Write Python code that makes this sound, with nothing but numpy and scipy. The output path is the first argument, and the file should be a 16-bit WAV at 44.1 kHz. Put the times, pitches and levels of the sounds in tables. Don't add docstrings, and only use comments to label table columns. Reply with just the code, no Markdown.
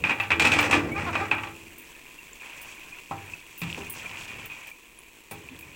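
import sys
import numpy as np
from scipy import signal
from scipy.fft import rfft, irfft, next_fast_len
from scipy.io import wavfile
from scipy.ndimage import uniform_filter1d, minimum_filter1d

SR = 44100
rng = np.random.default_rng(int(sys.argv[2]) if len(sys.argv) > 2 else 0)


def dump(signal):
    limited = np.clip(np.atleast_2d(signal).T, -1, 1)
    pcm = np.round(limited * 32767).astype(np.int16)
    wavfile.write(sys.argv[1], SR, pcm)


N = 253977

# [t/s, strength/dB, weight/dB, grit/dB, rebound delay/s, favoured mode f/Hz]
JOLTS = [(.0389, -12.5, 1, -5, 0.03, 2450), (.0948, -13.5, 4, -2, .012, 2500),
         (.1999, -13.5, 0.5, -3.5, 0.035, 2637), (.3048, -9, 3, -3, 0.012, 2560),
         (.3972, -6, -7.5, 6.5, 0.024, 2396), (.4506, -7.5, -1.5, 8, 0.02, 2530),
         (.519, -8, -9.5, 6, 0.018, 2460), (.589, -9.5, 7.5, 6.5, .039, 2345),
         (.7108, -12, -1, 9.5, 0.024, 2590), (.7284, -10.5, 10, 1.5, .012, 2475),
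         (1.1537, -17, 13.5, -1.5, 0.049, 2470), (1.3131, -8, 2.5, -8.5, 0.069, 843),
         (1.4343, -22.5, 5.5, 0, 0.037, 1157)]
# [t/s, strength/dB, weight/dB, grit/dB, rebound delay/s, favoured mode f/Hz]
KNOCKS = [(3.1108, -41.5, 15.5, 0, 0.0063, 791), (3.6171, -27.5, -3.5, -4.5, .017, 169.6),
          (3.7771, -42, 13.5, 4, 0.027, 399), (4.279, -46.5, -6, 9, 0.035, 2450),
          (4.4984, -47.5, 3, -5, 0.015, 2500), (5.3121, -39.5, 4.5, 1.5, 0.0052, 423)]
# [t/s, level before trim/dB, starting f/Hz, t60/s]
POPS_AND_TICKS = [(0.681, -25, 2570, 0.021), (0.915, -27.5, 2213, 0.11), (0.962, -20, 2420, 0.033),
                  (0.982, -24, 2210, 0.033), (2.186, -34.5, 2710, 0.048), (2.332, -31, 7220, 0.011),
                  (2.922, -33, 2416, 0.061), (3.335, -22, 2576, 0.028), (3.701, -18.5, 2700, 0.0064),
                  (3.728, -16, 3050, 0.0036), (3.7463, -14.5, 2540, 0.0049), (3.868, -27, 2490, 0.019),
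                  (4.056, -26.5, 2360, 0.056), (4.68, -25, 2420, 0.016), (4.714, -30.5, 2340, 0.038),
                  (4.989, -33.5, 10060, 0.013), (5.488, -22, 2500, 0.007), (5.511, -37.5, 255, 0.16),
                  (5.626, -31.5, 2446, 0.027)]
# [t/s, level before trim/dB]
CLINKS = [(0.2099, -41), (0.607, -29), (1.7836, -34.5), (2.6155, -37), (3.5778, -34.5), (3.594, -35),
          (3.8977, -26.5), (4.4573, -38), (4.671, -37.5), (5.3102, -33), (5.59, -38)]
# [f/Hz, energy level/dB, t60/s]
POT_MODES = [(82.3,-23,1),(97.67,-21,0.71),(117.9,-27,1),(150.3,-26,0.21),(172,-32.5,1),(244.8,-26.5,0.79),(294.2,-23.5,0.41),(332.3,-23,0.79),(415.6,-28.5,0.66),(800.6,-19.5,0.24),(865,-25.5,0.6),(937,-24,0.25),(1064,-24,0.045),(1176,-24,0.27),(1310,-25,0.29),(1560,-26.5,0.39),(1730,-24.5,0.15),(1926,-22,0.21),(2302,-23,0.19),(2398,-21.5,0.25),(2575,-26,0.22),(2598,-20,0.059),(2780,-21.5,0.17),(3350,-22,0.23)]
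# [f/Hz, t60/s]
POT_DECAY = [(90,1),(300,0.34),(1000,0.29),(2500,0.24),(7000,0.18),(15000,0.18)]
# [f/Hz, level/dB]
JOLT_COLOUR = [(45,9.5),(100,18),(180,12.5),(320,14),(550,18.5),(1200,25),(2500,24),(6000,4)]
# [f/Hz, level/dB]
KNOCK_COLOUR = [(45,17),(100,35),(180,37.7),(350,28.9),(600,26),(1000,32.2),(1700,28.6),(2500,29.9),(6000,20.6)]
# [f/Hz, level/dB]
MIC = [(45,3),(75,0.5),(1800,-1.5),(2150,0.5),(2480,7.5),(2800,2),(3150,0.5),(5000,-2.5),(5900,-1),(8200,0),(9200,-14),(11000,-8.5),(13000,-19.5),(15500,-14.5)]
# [f/Hz, level/dB, t60/s]
BANGLE_MODES = [(8770,-9.5,0.064),(10560,-6,0.087),(12500,-4,0.064),(13300,3,.06),(13500,-9,.06),(14200,-18,.07),(14600,9,0.048),(15100,0,0.074),(15650,-18,.07)]
# [f/Hz, level per Hz/dB]
HOLLOW = [(25,8.5),(60,6),(110,4.5),(200,1.5),(330,10),(600,0.5),(800,-0.5),(1020,8.5),(1300,-3),(2500,3.5),(5000,-8.5),(9000,-0.5),(15000,9.5)]
# [t/s, boom level/dB, thud level/dB]
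STOVE = [(0.0, -37, -43.5), (0.11, -43.5, -37), (0.24, -47, -53), (0.416, -35.5, -29), (0.7, -37, -32),
         (0.746, -36, -25), (1.012, -36.5, -38.5), (1.222, -40.5, -37), (1.258, -47, -40),
         (1.328, -42.5, -43.5), (1.774, -62, -59), (1.8, -70, -56.5)]
# [t/s, length/s, level/dB, central slip rate/Hz, glide/octaves]
GROANS = [(0.943,0.063,-33,430,0.29),(1.062,0.043,-29,350,-0.026),(1.192,0.061,-30.5,395,.04)]
# [f/Hz, share]
WEIGHT_SHARE = [(350,0.83),(1000,0.84),(2500,0.047)]
# [f/Hz, share]
GRIT_SHARE = [(2500,0),(6000,1)]
# [t/s, length/s, force level/dB]
SLIDES = [(.04, 0.057, -7), (.39, 0.27, 0), (.71, 0.037, 0), (.945, 0.3, -8), (1.33, 0.073, -29)]
# [t/s, length/s, speed level/dB, pressure level on the pot/dB]
STROKES = [(2.39, .34, -5, -13), (2.76, 0.23, -9.5, -13), (3.16, 0.19, -7.5, -2), (3.63, 0.26, -3, 0.5),
           (3.92, 0.33, 0, -0.5), (4.27, 0.19, -2, 2), (4.49, .2, -5.5, -15), (5.32, 0.42, -11, -2)]

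TIME = np.arange(N) / SR
RING_TIME = TIME[:SR]
CUTOFF_HZ = 16100
BOOM_HZ, THUD_HZ = (70, 200), (210, 520)
REBOUND_LOSS_DB_PER_S = 177
SLIDE_ATTACK_S, SLIDE_RELEASE_S = 0.012, 0.083
STROKE_ATTACK_S, STROKE_RELEASE_S = 0.025, 0.031
REST_DB, CALMED_DB, CALMED_AT_S, CALMING_S = -9.5, -16, 4.73, 0.52


def from_db(db):
    return 10 ** (np.asarray(db) / 20)


def rms_one(x):
    return x / np.sqrt(np.mean(x ** 2) + 1e-20)


def gains_in_time(rows):
    s, *columns = np.transpose(rows)
    present = np.interp(TIME, [s[0] - .05, s[0], s[-1], s[-1] + .05], [0, 1, 1, 0])
    return [from_db(np.interp(TIME, s, column)) * present for column in columns]


def gestures(rows, attack_s, release_s):
    power = 0
    for s, length, *levels_db in rows:
        swell = np.clip((TIME - s) / attack_s, 0, 1)
        release = np.exp(-np.maximum(TIME - s - length, 0) / release_s)
        power = power + np.outer(from_db(levels_db), swell * release) ** 2
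    return np.sqrt(power)


def at_hz(points, hz):
    f, value = np.transpose(points)
    return np.interp(np.log(np.maximum(hz, 1)), np.log(f), value)


def colour(x, spectrum):
    size = 2 * next_fast_len(len(x) // 2 + SR // 10)
    hz = np.arange(size // 2 + 1) * SR / size
    cepstrum = irfft(np.log(from_db(at_hz(spectrum, hz))))
    cepstrum[1:size // 2] *= 2
    cepstrum[size // 2 + 1:] = 0
    response = np.exp(rfft(cepstrum))
    return irfft(rfft(x, size) * response)[:len(x)]


def band(x, low_hz, high_hz, order=3):
    edges = [low_hz, min(high_hz, .45 * SR)]
    return signal.sosfilt(signal.butter(order, edges, "band", fs=SR, output="sos"), x + 1e-18)


def drift(rate):
    values = rng.standard_normal(3000)
    return rms_one(np.interp(TIME * min(rate, 500), np.arange(3000), values))


def grains(per_s, spread_db):
    sizes = from_db(spread_db * np.minimum(rng.exponential(1, N), 4)) * rng.choice([-1, 1], N)
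    return sizes * (rng.random(N) < per_s / SR)


def add(out, s, sound):
    start = max(round(s * SR), 0)
    out[start:start + len(sound)] += sound[:N - start]


def dying(t60):
    fall = from_db(-60 * RING_TIME / t60)
    return fall / np.sqrt(np.sum(fall ** 2))


def register(x, low_hz, high_hz):
    part = band(x, low_hz, high_hz)
    power = np.abs(uniform_filter1d(part ** 2, size=SR // 8))
    return part / np.sqrt(power + 1e-12)


def kitchen(x, wet_db, t60):
    tail = rng.standard_normal(SR) * dying(t60)
    return x + from_db(wet_db) * signal.fftconvolve(x, tail)[:N]


def bubbles(per_s, spread_db, low_hz, high_hz, cycles, count=24):
    clicks, dealt, out = grains(per_s, spread_db), rng.integers(0, count, N), 0
    for k, hz in enumerate(np.geomspace(low_hz, min(high_hz, .45 * SR), count)):
        r = np.exp(-np.log(1000) * hz / (cycles * SR))
        w = 2 * np.pi * hz / SR
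        struck = clicks * (dealt == k) + 1e-18
        out = out + np.sqrt(hz) * signal.lfilter([1, -1], [1, -2 * r * np.cos(w), r * r], struck)
    return rms_one(out)


def sauce(squelch_db=-47.0, blip_db=-51.5, sizzle_db=-46.5, simmer_db=-48.5, simmer_follows=0.37):
    speed, _ = gestures(STROKES, STROKE_ATTACK_S, STROKE_RELEASE_S)
    rest_db = np.interp(TIME, [CALMED_AT_S - CALMING_S, CALMED_AT_S], [REST_DB, CALMED_DB])
    activity = np.hypot(speed, from_db(rest_db))
    wet = bubbles(per_s=600, spread_db=3.0, low_hz=1500, high_hz=3400, cycles=26)
    blips = bubbles(per_s=60, spread_db=2.0, low_hz=2100, high_hz=2800, cycles=55)
    fizz = bubbles(per_s=6000, spread_db=3.5, low_hz=4700, high_hz=16000, cycles=10)
    fizz = fizz * from_db(2.4 * drift(28))
    surface = from_db(squelch_db) * wet + from_db(blip_db) * blips + from_db(sizzle_db) * fizz
    simmer = rms_one(grains(per_s=2500, spread_db=3.5)) + 0.41 * rng.standard_normal(N)
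    simmer_gain = from_db(simmer_db + simmer_follows * (rest_db - REST_DB))
    return activity * surface + simmer_gain * colour(simmer, HOLLOW)


def bangles(level_db=2.0, rattle=0.48, rattle_t60=0.17):
    out, t = np.zeros(N), RING_TIME[:SR // 4]
    for s, db in CLINKS:
        ring = 0
        for hz, mode_db, t60 in 4 * list(BANGLE_MODES):
            cycles = hz * rng.uniform(.94, 1.06) * t + rng.random()
            ring = ring + from_db(mode_db - 60 * t / t60) * np.sin(2 * np.pi * cycles)
        hits = rng.standard_normal(len(t)) * (rng.random(len(t)) < 400 / SR)
        touches = rattle * hits * from_db(-60 * t / rattle_t60)
        touches[0] = 1
        add(out, s, from_db(db + level_db) * signal.fftconvolve(ring, touches) / 2)
    return out


def pops_and_ticks(level_db=-3.5, rise_per_s=0.76, opening_share=0.04):
    out, t = np.zeros(N), RING_TIME[:SR // 4]
    for s, db, hz, t60 in POPS_AND_TICKS:
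        opening = 1 - np.exp(-t / (opening_share * t60))
        shape = opening * np.exp(-np.log(1000) * t / t60)
        tone = np.sin(2 * np.pi * hz * t * (1 + rise_per_s * t))
        gain = from_db(db + level_db - at_hz(MIC, hz))
        add(out, s, gain * shape / shape.max() * tone)
    return out


def pot_responses(count, direct_db=-14.0, crowd_db=-3.0, crack_db=-5.0, crack_t60=0.038):
    modes = np.array([from_db(db) * np.sqrt(2) * dying(t60) * np.sin(2 * np.pi * hz * RING_TIME)
                      for hz, db, t60 in POT_MODES])
    size = (count, len(modes))
    strengths = rng.uniform(.5, 1.4, size) * rng.choice([-1, 1], size)
    white = rng.standard_normal((3, count, SR))
    edges, crowd = np.geomspace(60, 18000, 8), 0
    for k, (low, high) in enumerate(zip(edges, edges[1:])):
        decay = dying(at_hz(POT_DECAY, np.sqrt(low * high)))
        crowd = crowd + band(white[k % 2], low, high, order=2) * decay
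    crack = white[2] * dying(crack_t60)
    attack = from_db(direct_db) * (RING_TIME == 0) + from_db(crack_db) * crack
    return attack + strengths @ modes + from_db(crowd_db) * crowd


def friction(slips_per_s, spread_db, judder_db, judder_rate, crowd_db):
    judder = from_db(judder_db * drift(judder_rate))
    return sum(signal.fftconvolve(grains(slips_per_s, spread_db) * judder, response)[:N]
               for response in pot_responses(count=3, crowd_db=crowd_db))


def stirring(boom_db=-53.0, thud_db=-54.0, scrape_db=-45.0):
    speed, pressure = gestures(STROKES, STROKE_ATTACK_S, STROKE_RELEASE_S)
    slide = friction(slips_per_s=450, spread_db=0.0, judder_db=5.5, judder_rate=56, crowd_db=-2.0)
    mush = colour(grains(per_s=1300, spread_db=2.0), HOLLOW)
    rub = 0.25 * rms_one(slide) + rms_one(mush)
    rumble = from_db(boom_db) * register(rub, *BOOM_HZ) + from_db(thud_db) * register(rub, *THUD_HZ)
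    return pressure * rumble + from_db(scrape_db) * speed * register(rub, 540, 3060)


def groans(jitter=0.023, waver=0.0303, pot_db=-4.0):
    out = np.zeros(N)
    for (s, length, db, slip_hz, glide), response in zip(GROANS, pot_responses(count=len(GROANS))):
        along = np.clip((TIME - s) / length, 0, 1)
        unsteady = np.exp(waver * drift(60) + jitter * drift(400))
        rate = slip_hz * 2 ** (glide * (along - .5)) * unsteady
        pulses = np.diff(np.floor(np.cumsum(rate) / SR), prepend=0)
        slips = pulses * np.sqrt(np.abs(np.sin(np.pi * along)))
        through_pot = signal.fftconvolve(slips, response)[:N]
        sound = band(slips + from_db(pot_db) * through_pot, 540, 1410, order=2)
        out += from_db(db) * np.sqrt(length * SR / N) * rms_one(sound)
    return out


def dragging(boom_db=-0.5, thud_db=0.0, grind_db=-27.5, grit_db=-40.5, grit_growth=1.5):
    boom, thud = gains_in_time(STOVE)
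    force, = gestures(SLIDES, SLIDE_ATTACK_S, SLIDE_RELEASE_S)
    rub = friction(slips_per_s=150, spread_db=5.5, judder_db=2.5, judder_rate=64, crowd_db=2.5)
    shake = friction(slips_per_s=300, spread_db=-0.5, judder_db=1.0, judder_rate=30, crowd_db=-9.5)
    booming = from_db(boom_db) * boom * register(shake, *BOOM_HZ)
    thudding = from_db(thud_db) * thud * register(shake, *THUD_HZ)
    grind = from_db(grind_db) * force * register(rub, 487, 2260)
    grit = from_db(grit_db) * force ** grit_growth * register(rub, 4400, 10600)
    return booming + thudding + grind + grit


def blows(rows, contact, favoured_db, favoured_t60, spot_db):
    out, (hz, contact_db) = np.zeros(N), np.transpose(contact)
    responses = pot_responses(count=2 * len(rows)).reshape(len(rows), 2, SR)
    for (s, db, weight_db, grit_db, rebound_s, mode_hz), (first, second) in zip(rows, responses):
        mode = 2 * np.sqrt(mode_hz / SR) * dying(favoured_t60) * np.cos(2 * np.pi * mode_hz * RING_TIME)
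        favoured = from_db(favoured_db) * mode
        force_db = db + weight_db * at_hz(WEIGHT_SHARE, hz) + grit_db * at_hz(GRIT_SHARE, hz)
        near_db = spot_db * np.exp(-np.log2(hz / mode_hz) ** 2)
        spectrum = np.transpose([hz, contact_db + force_db + near_db])
        add(out, s, colour(first + favoured, spectrum))
        rebound_gain = from_db(-REBOUND_LOSS_DB_PER_S * rebound_s)
        add(out, s + rebound_s, rebound_gain * colour(second, spectrum))
    return out


def scene():
    curry = kitchen(sauce() + pops_and_ticks(), wet_db=-13.0, t60=.16)
    knocks = blows(KNOCKS, KNOCK_COLOUR, favoured_db=0.0, favoured_t60=0.38, spot_db=11.0)
    jolts = blows(JOLTS, JOLT_COLOUR, favoured_db=-6.0, favoured_t60=.18, spot_db=1.5)
    metal = stirring() + knocks + groans() + dragging() + jolts
    return np.tile(curry + bangles() + metal, (2, 1))


def record(dry):
    heard = np.array([colour(channel, MIC) for channel in dry])
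    ceiling = .48
    room_left = ceiling / np.maximum(np.abs(heard).max(axis=0), ceiling)
    window = SR // 250
    gain = uniform_filter1d(minimum_filter1d(room_left, size=window), size=window)
    top_cut = signal.ellip(10, .3, 80, CUTOFF_HZ, fs=SR, output="sos")
    return signal.sosfilt(top_cut, heard * gain)


dry = scene()
out = record(dry)
dump(out)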